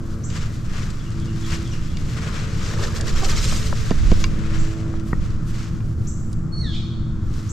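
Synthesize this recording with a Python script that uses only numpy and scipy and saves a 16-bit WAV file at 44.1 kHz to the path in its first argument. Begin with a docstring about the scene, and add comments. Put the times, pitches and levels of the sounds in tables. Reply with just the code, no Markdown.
"""A far engine rumbles and hums under the soft wash of a wood, heard from an archer's perch up a tree.
Sleeves rustle, creak and zip as cloth drags over cloth while a bow is lifted and moved. Buckles click,
the bow knocks, and the archer's movements jostle a microphone worn on the body. Birds chip, sing far
off, chirp and give one falling whistle; the trunks scatter their calls into a long tail."""
import sys
import numpy as np
from scipy import signal
from scipy.fft import rfft, irfft
from scipy.io import wavfile
from scipy.ndimage import uniform_filter1d

SR = 44100
rng = np.random.default_rng(int(sys.argv[2]) if len(sys.argv) > 2 else 0)


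def unload_wav(signal):
    """Save mono or channel-first audio to the path in sys.argv[1] as 16-bit WAV at rate SR, clipped to [-1, 1]."""
    wavfile.write(
        sys.argv[1],
        SR,
        np.round(np.clip(np.atleast_2d(signal).T, -1, 1) * 32767).astype(np.int16),
    )


N = 331632
TIME = np.arange(N) / SR


def undb(db):
    """Turn decibels into a gain."""
    return 10 ** (np.asarray(db) / 20)


def unit(x):
    """Scale a signal to an average power of 1."""
    return x / np.sqrt(np.mean(x ** 2))


def curves(rows):
    """Join the values in each column of a table with straight lines in time."""
    times, *columns = np.transpose(rows)
    return [np.interp(TIME, times, column) for column in columns]


def during(rows):
    """True from the first time in a table to the last."""
    return (TIME > rows[0][0]) * (TIME < rows[-1][0])


def colour(x, points):
    """Shape lows and highs along (frequency [Hz], level [dB]) points, fading outside them; power 1."""
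    hz, db = np.transpose(points)
    octave, knots = np.log2(np.arange(N // 2 + 1) * SR / N + 1), np.log2(hz)
    outside = np.abs(octave - np.clip(octave, knots[0], knots[-1]))
    return unit(irfft(rfft(x) * undb(np.interp(octave, knots, db) - 20 * outside), N))


def wander(rate):
    """A smooth random wobble of typical size 1 that picks a new value `rate` times a second."""
    hold = int(SR / rate)
    steps = np.repeat(rng.standard_normal(N // hold + 1), hold)
    return unit(uniform_filter1d(uniform_filter1d(steps, hold), hold)[:N])


def pan(db):
    """Left and right gains that make the left side `db` louder."""
    return undb(np.array([[db], [-db]]) / 2)


def spread(pair, side_db):
    """Make stereo from two signals: the first sits in the middle, the second adds width."""
    return pair[0] + undb(side_db) * pair[1] * np.array([[1], [-1]])


def noise(side_db):
    """White stereo noise, wider as side_db rises."""
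    return spread(rng.standard_normal((2, N)), side_db)


def swells(rows, rise=0.35, shape=1.22):
    """Loudness of movements that build quickly and fade more slowly; shape 1 is pointed, 2 rounded."""
    power = np.zeros(N)
    for s, length, db in rows:
        near = slice(*np.searchsorted(TIME, [s - 2 * length, s + 4 * length]))
        from_peak = np.maximum((s - TIME[near]) / rise, (TIME[near] - s) / (1 - rise)) / length
        power[near] += (undb(db) * np.exp(-from_peak ** shape)) ** 2
    return np.sqrt(power)


def repeat(call, events):
    """Play the same call at each (time [s], level [dB])."""
    return sum(undb(db) * np.pad(call, (int(s * SR), 0))[:N] for s, db in events)


def note(rows, quaver):
    """A pure bird tone whose pitch trembles by the fraction `quaver`."""
    hz, db = curves(rows)
    phase = 2 * np.pi * np.cumsum(hz * (1 + quaver * wander(400))) / SR
    return during(rows) * np.sqrt(2) * undb(db) * np.sin(phase)


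def trunks(x, fade_s, echo_db, early_db):
    """The direct sound, then quick echoes from near trunks and a long tail from far ones."""
    t = TIME[:SR * 3 // 2]
    far, near = undb(-60 * t / fade_s), undb(early_db - 60 * t / 0.28)
    tail = noise(side_db=-5)[:, :len(t)] * (far + near) * (t > .004)
    tail /= np.sqrt(np.sum(tail ** 2) / 2)
    return x + undb(echo_db) * signal.fftconvolve(x[None], tail, axes=1)[:, :N]


def strikes(events, tones, reach_octaves, crack_db, contact_s):
    """Each blow gives a short crack and rings the object's own tones near its brightest pitch."""
    out, t = np.zeros((2, N)), TIME[:SR // 8]
    hz, tone_db, fade_s = np.transpose(tones)[:, :, None]
    push = 1 - np.exp(-(t / contact_s) ** 2)  # a soft contact builds up gradually
    for s, db, bright_hz, pan_db in events:
        weight = undb(tone_db) / (1 + (np.log2(hz / bright_hz) / reach_octaves) ** 4)
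        detune = 1 + 0.015 * rng.standard_normal(hz.shape)
        waves = rng.choice([-1, 1], hz.shape) * np.sin(2 * np.pi * hz * detune * t)
        ringing = weight * waves * undb(-60 * t / fade_s)
        ring = np.array([ringing.sum(0), (ringing * rng.choice([-1, 1], hz.shape)).sum(0)])
        edges_hz = [bright_hz / 2, min(bright_hz * 1.42, SR / 4)]
        band = signal.butter(5, edges_hz, "band", fs=SR, output="sos")
        crack = signal.sosfilt(band, rng.standard_normal((2, len(t))) * undb(-60 * t / 0.022))
        pair = ring / np.abs(ring).max() + undb(crack_db) * crack / np.abs(crack).max()
        blow = push * spread(pair, side_db=-10)
        blow *= undb(db) * pan(pan_db) / np.abs(blow.mean(0)).max()
        start = int(s * SR)
        out[:, start:start + len(t)] += blow[:, :N - start]
    return out


# how fast the engine fires: (time [s], firing rate [Hz])
FIRING = [(0, 111.6), (2.3, 110.5), (3.8, 109.3), (4.5, 108.5), (6.9, 110.2), (7.52, 107.4)]
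# the drone, a tone at three times the firing rate: (time [s], level [dB])
DRONE = [(0, -41.5), (1.0, -53), (1.2, -40.5), (1.6, -38.5), (1.9, -53), (3.1, -41.5), (3.8, -47),
         (4.55, -35.5), (5.0, -34.5), (5.25, -47), (7.52, -41)]
# the whine, a tone at four times the firing rate: (time [s], relative level [dB])
WHINE = [(0, -49.5), (1.6, -59), (2.4, -51), (4.9, -45.5), (5.4, -60), (7.52, -76)]
# tone colour of the exhaust's roar: (frequency [Hz], relative level [dB])
ROAR_COLOUR = [(380, -9), (560, -1), (680, -6.5), (820, -17)]
# tone colour of the engine's rumble: (frequency [Hz], relative level [dB])
RUMBLE_COLOUR = [(15, 13.5), (28, -1.5), (55, -1.5), (85, 3), (112, 1.5), (140, 1), (172, -1.5), (200, -7),
                 (250, -14), (310, -14.5), (370, -22), (600, -33), (900, -39)]


def engine(growth_db_per_s=0.2825, flutter_db=1.88):
    """Exhaust tones fade in and out on their long way through the trees, over a slowly growing rumble."""
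    (hz,), (drone_db,), (whine_db,) = curves(FIRING), curves(DRONE), curves(WHINE)
    growth_db = growth_db_per_s * TIME
    phase = 2 * np.pi * np.cumsum(hz * (1 + 0.00322 * wander(12))) / SR
    roar = colour(noise(side_db=-7), ROAR_COLOUR) * undb(whine_db - 2)  # comes and goes with the whine
    first_db = -36 + 2 * growth_db
    second_db = -42 + growth_db + 0.42 * (drone_db - drone_db.mean())
    fourth_db = whine_db + 3 * wander(14) - 2
    hum = 0
    for multiple, db in enumerate([first_db, second_db, drone_db, fourth_db, fourth_db - 10], 1):
        hum += undb(db + flutter_db * wander(5)) * np.sin(multiple * phase + rng.uniform(0, 2 * np.pi))
    # each octave up arrives from more directions
    wide = [(f, db + 4 * np.log2(f)) for f, db in RUMBLE_COLOUR]
    pair = [colour(rng.standard_normal(N), points) for points in (RUMBLE_COLOUR, wide)]
    rumble = spread(pair, side_db=-15.5) * undb(-25 + growth_db + 0.89 * wander(8.5))
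    return np.sqrt(2) * hum + roar + rumble


# tone colour of the wood's far wash: (frequency [Hz], relative level [dB])
WOOD_COLOUR = [(300, -18), (800, -9), (1100, 5), (1350, 6), (1800, -4), (2600, -13.5), (3800, -16.5),
               (4900, -14), (6000, -14), (7500, -15.5), (10000, -35.5), (12000, -26), (15000, -55)]


def wood(level_db=-51, swell_db=1.15):
    """The soft, wide wash of distance and leaves."""
    return colour(noise(side_db=-7), WOOD_COLOUR) * undb(level_db + swell_db * wander(2.384)) * pan(4.5)


# shifts of the archer's body: (peak time [s], length [s], level [dB])
BODY_SHIFTS = [(1.68, 0.19, -34), (3.3, 0.85, -17), (4.07, 0.33, -10), (4.59, 0.17, -15.5),
               (5.22, 0.4, -21.5)]


def jostle(sway_db=-33.5):
    """The body, never quite still, pushes slow pressure swings into the microphone, more on the right."""
    swing = colour(noise(side_db=-9.5), [(7, -12), (11, 9), (20, -2), (35, -6), (70, -14), (150, -26.5)])
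    return unit(np.tanh(swing)) * (swells(BODY_SHIFTS) + undb(sway_db)) * pan(-2)


def threads(grain_db, side_db):
    """Cloth threads make many tiny slips, a few much stronger than the rest."""
    slips = rng.standard_normal((2, N)) * (rng.random((2, N)) < .2)
    strength = undb(grain_db * np.minimum(rng.exponential(size=(2, N)), 6))
    return spread(slips * strength, side_db)


def folds(low_hz, high_hz, cycles, count):
    """Small folds of cloth buckle at random, each ringing briefly at a pitch of its own."""
    when, pitch, size, lean = rng.random((count, 4)).T[:, :, None]
    hz = low_hz * (high_hz / low_hz) ** pitch
    t = TIME[:int(2 * cycles / low_hz * SR)]
    age = hz * t / cycles
    rings = size * hz * age * np.exp(-age) * np.sin(2 * np.pi * hz * t) * (1 - t / t[-1])
    samples = ((when * (N - len(t))).astype(int) + np.arange(len(t))).ravel()
    left_right = (lean + 0.23, 1.25 - lean)
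    return unit(np.array([np.bincount(samples, (rings * share).ravel(), N) for share in left_right]))


# strokes of the sleeves: (fastest moment [s], length [s], relative level [dB], brightness [dB])
STROKES = [(0.12, 0.41, -56, 5.5), (0.362, 0.13, -45, -2.5), (0.436, 0.13, -51.5, -5),
           (0.552, 0.27, -53.5, 5), (0.76, 0.19, -49.5, -8), (0.834, 0.57, -49.5, 1.5),
           (1.14, 0.98, -57, -0.5), (1.487, 0.42, -45, 0.5), (1.529, 0.068, -40.5, -4),
           (1.753, 0.27, -49.5, -2), (2.038, 0.54, -49.5, 2.5), (2.179, 0.043, -45, -6),
           (2.247, 0.46, -47, -6), (2.377, 0.14, -46, -6.5), (2.675, 0.52, -42.5, -1.5),
           (2.834, 0.12, -42, 2), (2.966, 0.039, -38, 4), (3.03, .07, -50, 0), (3.082, 0.072, -38, 0.5),
           (3.18, 0.13, -39, -0.5), (3.249, 0.033, -35, 4.5), (3.3, 0.057, -34.5, 3.5),
           (3.375, 0.067, -37.5, 2), (3.432, 0.083, -39, 7), (3.484, 0.46, -38, 2.5),
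           (3.545, 0.036, -40.5, 3), (3.665, 0.032, -43, 6), (3.864, 0.7, -45.5, -1.5),
           (4.105, 0.26, -45.5, -2.5), (4.21, 0.11, -44, 5), (4.393, 0.87, -54, -7.5),
           (4.555, 0.16, -48, -5.5), (4.68, 0.37, -52, 1), (5.083, 0.11, -55, 9), (5.244, 0.21, -52, -1.5),
           (5.481, 0.099, -53, 8), (5.589, 0.17, -46, -1), (6.045, 0.2, -58.5, 9), (5.85, 0.25, -59.5, 7),
           (6.277, 0.31, -66.5, 13), (7.381, 0.26, -51, 3.5)]
# which side the arm is on: (time [s], left minus right [dB])
ARM_SIDE = [(0, 4.5), (2.4, 5.5), (2.8, 2.5), (3.5, 0.5), (4.5, 6.5), (5.6, 1)]
# tone colours of rubbing cloth, from dull to fine: (frequency [Hz], relative level [dB])
SCRAPE_COLOUR = [(200, -34), (400, 2.5), (560, -1.5), (800, -5), (1200, 4), (1700, 2), (2500, -1.5),
                 (4000, -9), (8000, -19)]
HISS_COLOUR = [(1200, 1.5), (2500, 1), (4000, 2.5), (5500, 3), (7600, -0.5), (8500, -11.5), (10500, -18.5),
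               (13000, -44)]
SIZZLE_COLOUR = [(6000, -4), (8500, 1.5), (10500, -8.5), (12200, -0.5), (13300, -13), (15000, -28)]


def sleeves(catch_db=1.29):
    """Cloth drags over cloth, catching and letting go: folds rasp, threads hiss, pressed cloth creaks."""
    # a bright, glancing stroke trades scrape for sizzle
    scrape_gain = swells([(s, length, db - bright) for s, length, db, bright in STROKES])
    hiss_gain = swells([(s, length, db) for s, length, db, _ in STROKES])
    sizzle_gain = swells([(s, length, db + bright) for s, length, db, bright in STROKES])
    # folds buckle only in fast strokes
    rasp = folds(1800, 8970, cycles=9, count=16000) * 0.81 * hiss_gain / hiss_gain.max()
    scrape = colour(unit(threads(grain_db=0.5, side_db=-4.5)) + rasp / 2, SCRAPE_COLOUR)
    hiss = colour(unit(threads(grain_db=1.5, side_db=-8.5)) + rasp, HISS_COLOUR)
    sizzle = colour(threads(grain_db=2.5, side_db=-1.5), SIZZLE_COLOUR)
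    left_db, = curves(ARM_SIDE)
    lows = (scrape * scrape_gain * undb(3) + creak()) * undb(np.array([left_db, -left_db]) / 2)
    highs = hiss * hiss_gain * undb(4) * pan(1) + sizzle * sizzle_gain * undb(-10) * pan(6)
    return (lows + highs) * undb(catch_db * wander(70))


# one chip of a bird: (time from its start [s], pitch [Hz], relative level [dB])
CHIP = [(0, 5100, -12), (.003, 5900, 0), (.006, 6700, 1), (.010, 7400, 0), (.018, 7750, -4),
        (.023, 7850, -20)]
# when the bird chips: (time [s], relative level [dB])
CHIP_TIMES = [(0.235, -41), (4.584, -44.5), (6.069, -40), (7.489, -40.5)]


def chips():
    """A bird gives thin, rising chips that linger among the trunks."""
    calls = repeat(note(CHIP, quaver=0.0058), CHIP_TIMES)
    return trunks(calls, fade_s=1, echo_db=6.5, early_db=1) * pan(-0.5)


# clicks of the gear: (time [s], level [dB], brightest pitch [Hz], left minus right [dB])
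CLICKS = [(.302, -28.5, 4460, 2), (.903, -29, 6000, 2), (1.104, -36, 6500, 1), (1.199, -36, 6640, -2),
          (1.2575, -31.5, 5610, 1), (1.676, -31, 6100, 4), (1.9705, -24.5, 3600, 5), (3.0105, -18, 6000, 1),
          (4.2405, -12, 2650, -1), (4.998, -34, 5600, -1), (3.9072, -21, 3010, -1), (4.1153, -20, 3170, -2),
          (5.654, -44, 5180, 0), (5.805, -35, 1390, 0), (6.329, -31.5, 6740, 1), (7.339, -35, 5030, 0)]
# tones that the fittings ring with: (pitch [Hz], relative level [dB], time to fade by 60 dB [s])
FITTING_TONES = [(1070, 5.5, 0.049), (2290, 1, 0.051), (2810, -0.5, 0.049), (3600, 2, 0.014),
                 (4160, -4, 0.03), (4770, -1, 0.06), (4960, 0, 0.024), (6100, 21, 0.0029), (7100, 5, 0.02),
                 (9300, -4, .02)]


def clicks():
    """Buckles and fittings take hard little taps and ring briefly."""
    return strikes(CLICKS, FITTING_TONES, reach_octaves=1.2, crack_db=-5, contact_s=.0002)


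# one two-note phrase: (time from its start [s], pitch [Hz], relative level [dB])
PHRASE = [(0, 3206, -5), (.012, 3350, 0), (.035, 3330, -8), (.055, 3000, -18), (.075, 2900, 0),
          (.1, 2840, -4), (.115, 2820, -22)]
# when the phrase is sung: (time [s], relative level [dB])
PHRASE_TIMES = [(0.991, -45.5), (1.209, -43.5), (1.43, -39), (1.654, -41), (1.877, -45)]
# a quick falling chirp: (time [s], pitch [Hz], level [dB])
CHIRP = [(1.708, 6200, -52), (1.72, 5800, -43), (1.732, 5200, -52), (1.742, 5040, -60)]


def far_birds():
    """A repeated two-note song and one chirp echo from far off among the trunks."""
    song = repeat(note(PHRASE, quaver=.04), PHRASE_TIMES) * undb(-6)
    chirp = note(CHIRP, quaver=0.0089)
    return trunks(song + chirp, fade_s=.4, echo_db=-1, early_db=-6)


# hard presses on the cloth: (peak time [s], length [s], level [dB])
PRESSES = [(2.28, 0.082, -37.5), (2.8, 0.37, -33.5), (3.03, .16, -39), (3.27, 0.38, -36.5),
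           (3.65, 0.18, -49), (4.5, 1, -50)]
# tone colour of pressed cloth: (frequency [Hz], relative level [dB])
CREAK_COLOUR = [(200, 1), (370, 5), (540, 1.5), (750, -12.5), (1000, -9.5), (1280, -6), (1800, -9)]


def creak():
    """Under pressure, the folds of a sleeve buckle with a low creak."""
    return swells(PRESSES) * colour(folds(302.6, 1864, cycles=2.6, count=7000), CREAK_COLOUR)


# groans of taut cloth: (peak time [s], length [s], level [dB], slip rate [Hz], strongest pitch [Hz])
GROANS = [(2.797, .05, -43, 148, 1220), (3.233, 0.035, -29.5, 380, 575), (3.33, .04, -33, 310, 1200),
          (3.373, .035, -34, 420, 1500)]


def groans(jitter=0.038, uneven_db=3):
    """Taut cloth sticks and slips, quickly and unevenly, in short, grainy groans."""
    out = 0
    for s, length, db, slip_hz, body_hz in GROANS:
        cycles = np.cumsum(slip_hz * (1 + jitter * wander(300))) / SR
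        slips = np.diff(np.floor(cycles), prepend=0) * undb(uneven_db * wander(300))  # one tick a cycle
        body = [(body_hz / 2, -8), (body_hz, 0), (2 * body_hz, -8)]
        out += swells([(s, length, db)]) * colour(slips, body)
    return out


# the weave zipping past as the arm stretches: (time [s], rib rate [Hz], relative level [dB])
ZIP = [(3.22, 5500, -52), (3.33, 6100, -44), (3.385, 6850, -33), (3.405, 6900, -38), (3.43, 7100, -32.5),
       (3.5, 7800, -37), (3.56, 8300, -43), (3.65, 8200, -46), (3.7, 8500, -58)]
# patches of weave that zip together: (multiple of the rib rate [ratio], relative level [dB])
PATCHES = [(.58, -8), (.7, -7), (.8, -5), (.9, -6), (1, -5), (1.17, -10)]


def weave():
    """Ribs of the weave skip over each other in patches, each catching unevenly: a rough, rising zip."""
    hz, db = curves(ZIP)
    out, tug = 0, wander(60)
    for ratio, patch_db in PATCHES:
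        rate = ratio * hz * (1 + .024 * wander(3000) + .015 * tug + .025 * wander(90))
        grip = undb(db + patch_db + 3 * wander(70) + 2.5 * wander(500))
        out += grip * np.sin(2 * np.pi * np.cumsum(rate) / SR)
    return during(ZIP) * out


# knocks of the bow: (time [s], level [dB], brightest pitch [Hz], left minus right [dB])
KNOCKS = [(3.524, -22, 820, 15), (3.726, -18, 840, 4), (3.907, -22, 612, -12), (3.9105, -7.5, 306, -5),
          (3.9145, -26, 454, -11), (3.9148, -22, 1200, -2), (3.919, -18, 121, 1), (4.115, -20.5, 705, -3),
          (4.1185, -3, 146, -5.5), (4.1225, -13, 370, -10), (4.862, -30, 640, -1), (4.939, -26, 900, 3),
          (5.1293, -17, 1470, 2), (5.1305, -24, 580, 8), (5.1308, -6.5, 133, 6)]
# tones that the bow and mount ring with: (pitch [Hz], relative level [dB], time to fade by 60 dB [s])
BOW_TONES = [(158, 14, 0.028), (270, 0, 0.056), (343, -5.5, 0.034), (410, 7, 0.02), (588, 4, 0.02),
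             (730, -6.5, 0.037), (1003, 6, 0.019), (1170, -17, 0.022), (1290, 12.5, 0.0098),
             (1740, -22, 0.0068), (1845, 7.5, 0.026)]


def knocks(top_hz=2120):
    """The bow is bumped and rings with a dull knock; its padding takes away the highs."""
    blows = strikes(KNOCKS, BOW_TONES, reach_octaves=.8, crack_db=-12, contact_s=.0004)
    return signal.sosfilt(signal.butter(8, top_hz, fs=SR, output="sos"), blows)


# a bird's falling whistle: (time [s], pitch [Hz], level [dB], tones at thirds of the pitch [relative dB],
# voice an octave below [relative dB], roughness [fraction of the pitch])
WHISTLE = [(6.517, 4300, -62, -40, -50, .006), (6.526, 4330, -44, -40, -50, .005),
           (6.565, 4390, -42, -16, -40, .006), (6.588, 4260, -40.5, -20, -30, .006),
           (6.618, 4370, -42, -28, -20, .01), (6.645, 3850, -43.5, -30, -3, .015),
           (6.68, 3420, -41.5, -30, -2, .02), (6.715, 3290, -43, -25, -7, .03),
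           (6.742, 3300, -42.5, -11, -20, .07), (6.765, 3800, -40.5, -10, -25, .07),
           (6.78, 3750, -56, -15, -40, .07)]


def whistle():
    """A held whistle splits into thirds of its pitch, drops with a voice an octave below, ends hoarse."""
    hz, db, thirds_db, low_db, rough = curves(WHISTLE)
    phase = 2 * np.pi * np.cumsum(hz * (1 + rough * wander(1500))) / SR
    effort = during(WHISTLE) * np.sqrt(2) * undb(db)
    hoarse = rough / rough.max()
    tone = np.sin(phase) + undb(-24) * np.sin(2 * phase)
    thirds = .8 * np.sin(phase * 4 / 3) + hoarse * np.sin(phase * 2 / 3) + .3 * np.sin(phase * 5 / 3)
    low_overtone = undb(np.minimum(low_db, -19)) * np.sin(1.5 * phase)
    rasp = colour(rng.standard_normal(N), [(4500, 3), (5300, 4), (7500, -2), (8800, -15)])
    cry = effort * (tone + undb(thirds_db) * thirds + low_overtone + hoarse * undb(-14) * rasp)
    echoed = repeat(cry, [(0, 0.5), (.07, -22)])  # a big trunk throws it back
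    low_voice = effort * undb(low_db) * np.sin(phase / 2)
    clear = trunks(low_voice, fade_s=.5, echo_db=-8, early_db=-6)  # long waves mostly slip past trunks
    return trunks(echoed, fade_s=1.13, echo_db=4, early_db=-6) + clear


def scene():
    """Gear and cloth at arm's length, engine and wood far off, birds in between."""
    gear = knocks() + clicks()
    distance = engine() + wood()
    birds = chips() + far_birds() + whistle()
    cloth = sleeves() + groans() + weave()
    return gear + distance + birds + cloth + jostle()


def record(dry, top_hz=15400):
    """The camera that the archer wears cuts off the very highest sounds."""
    return signal.sosfilt(signal.ellip(8, .2, 70, top_hz, fs=SR, output="sos"), dry)


dry = scene()
out = record(dry)
unload_wav(out)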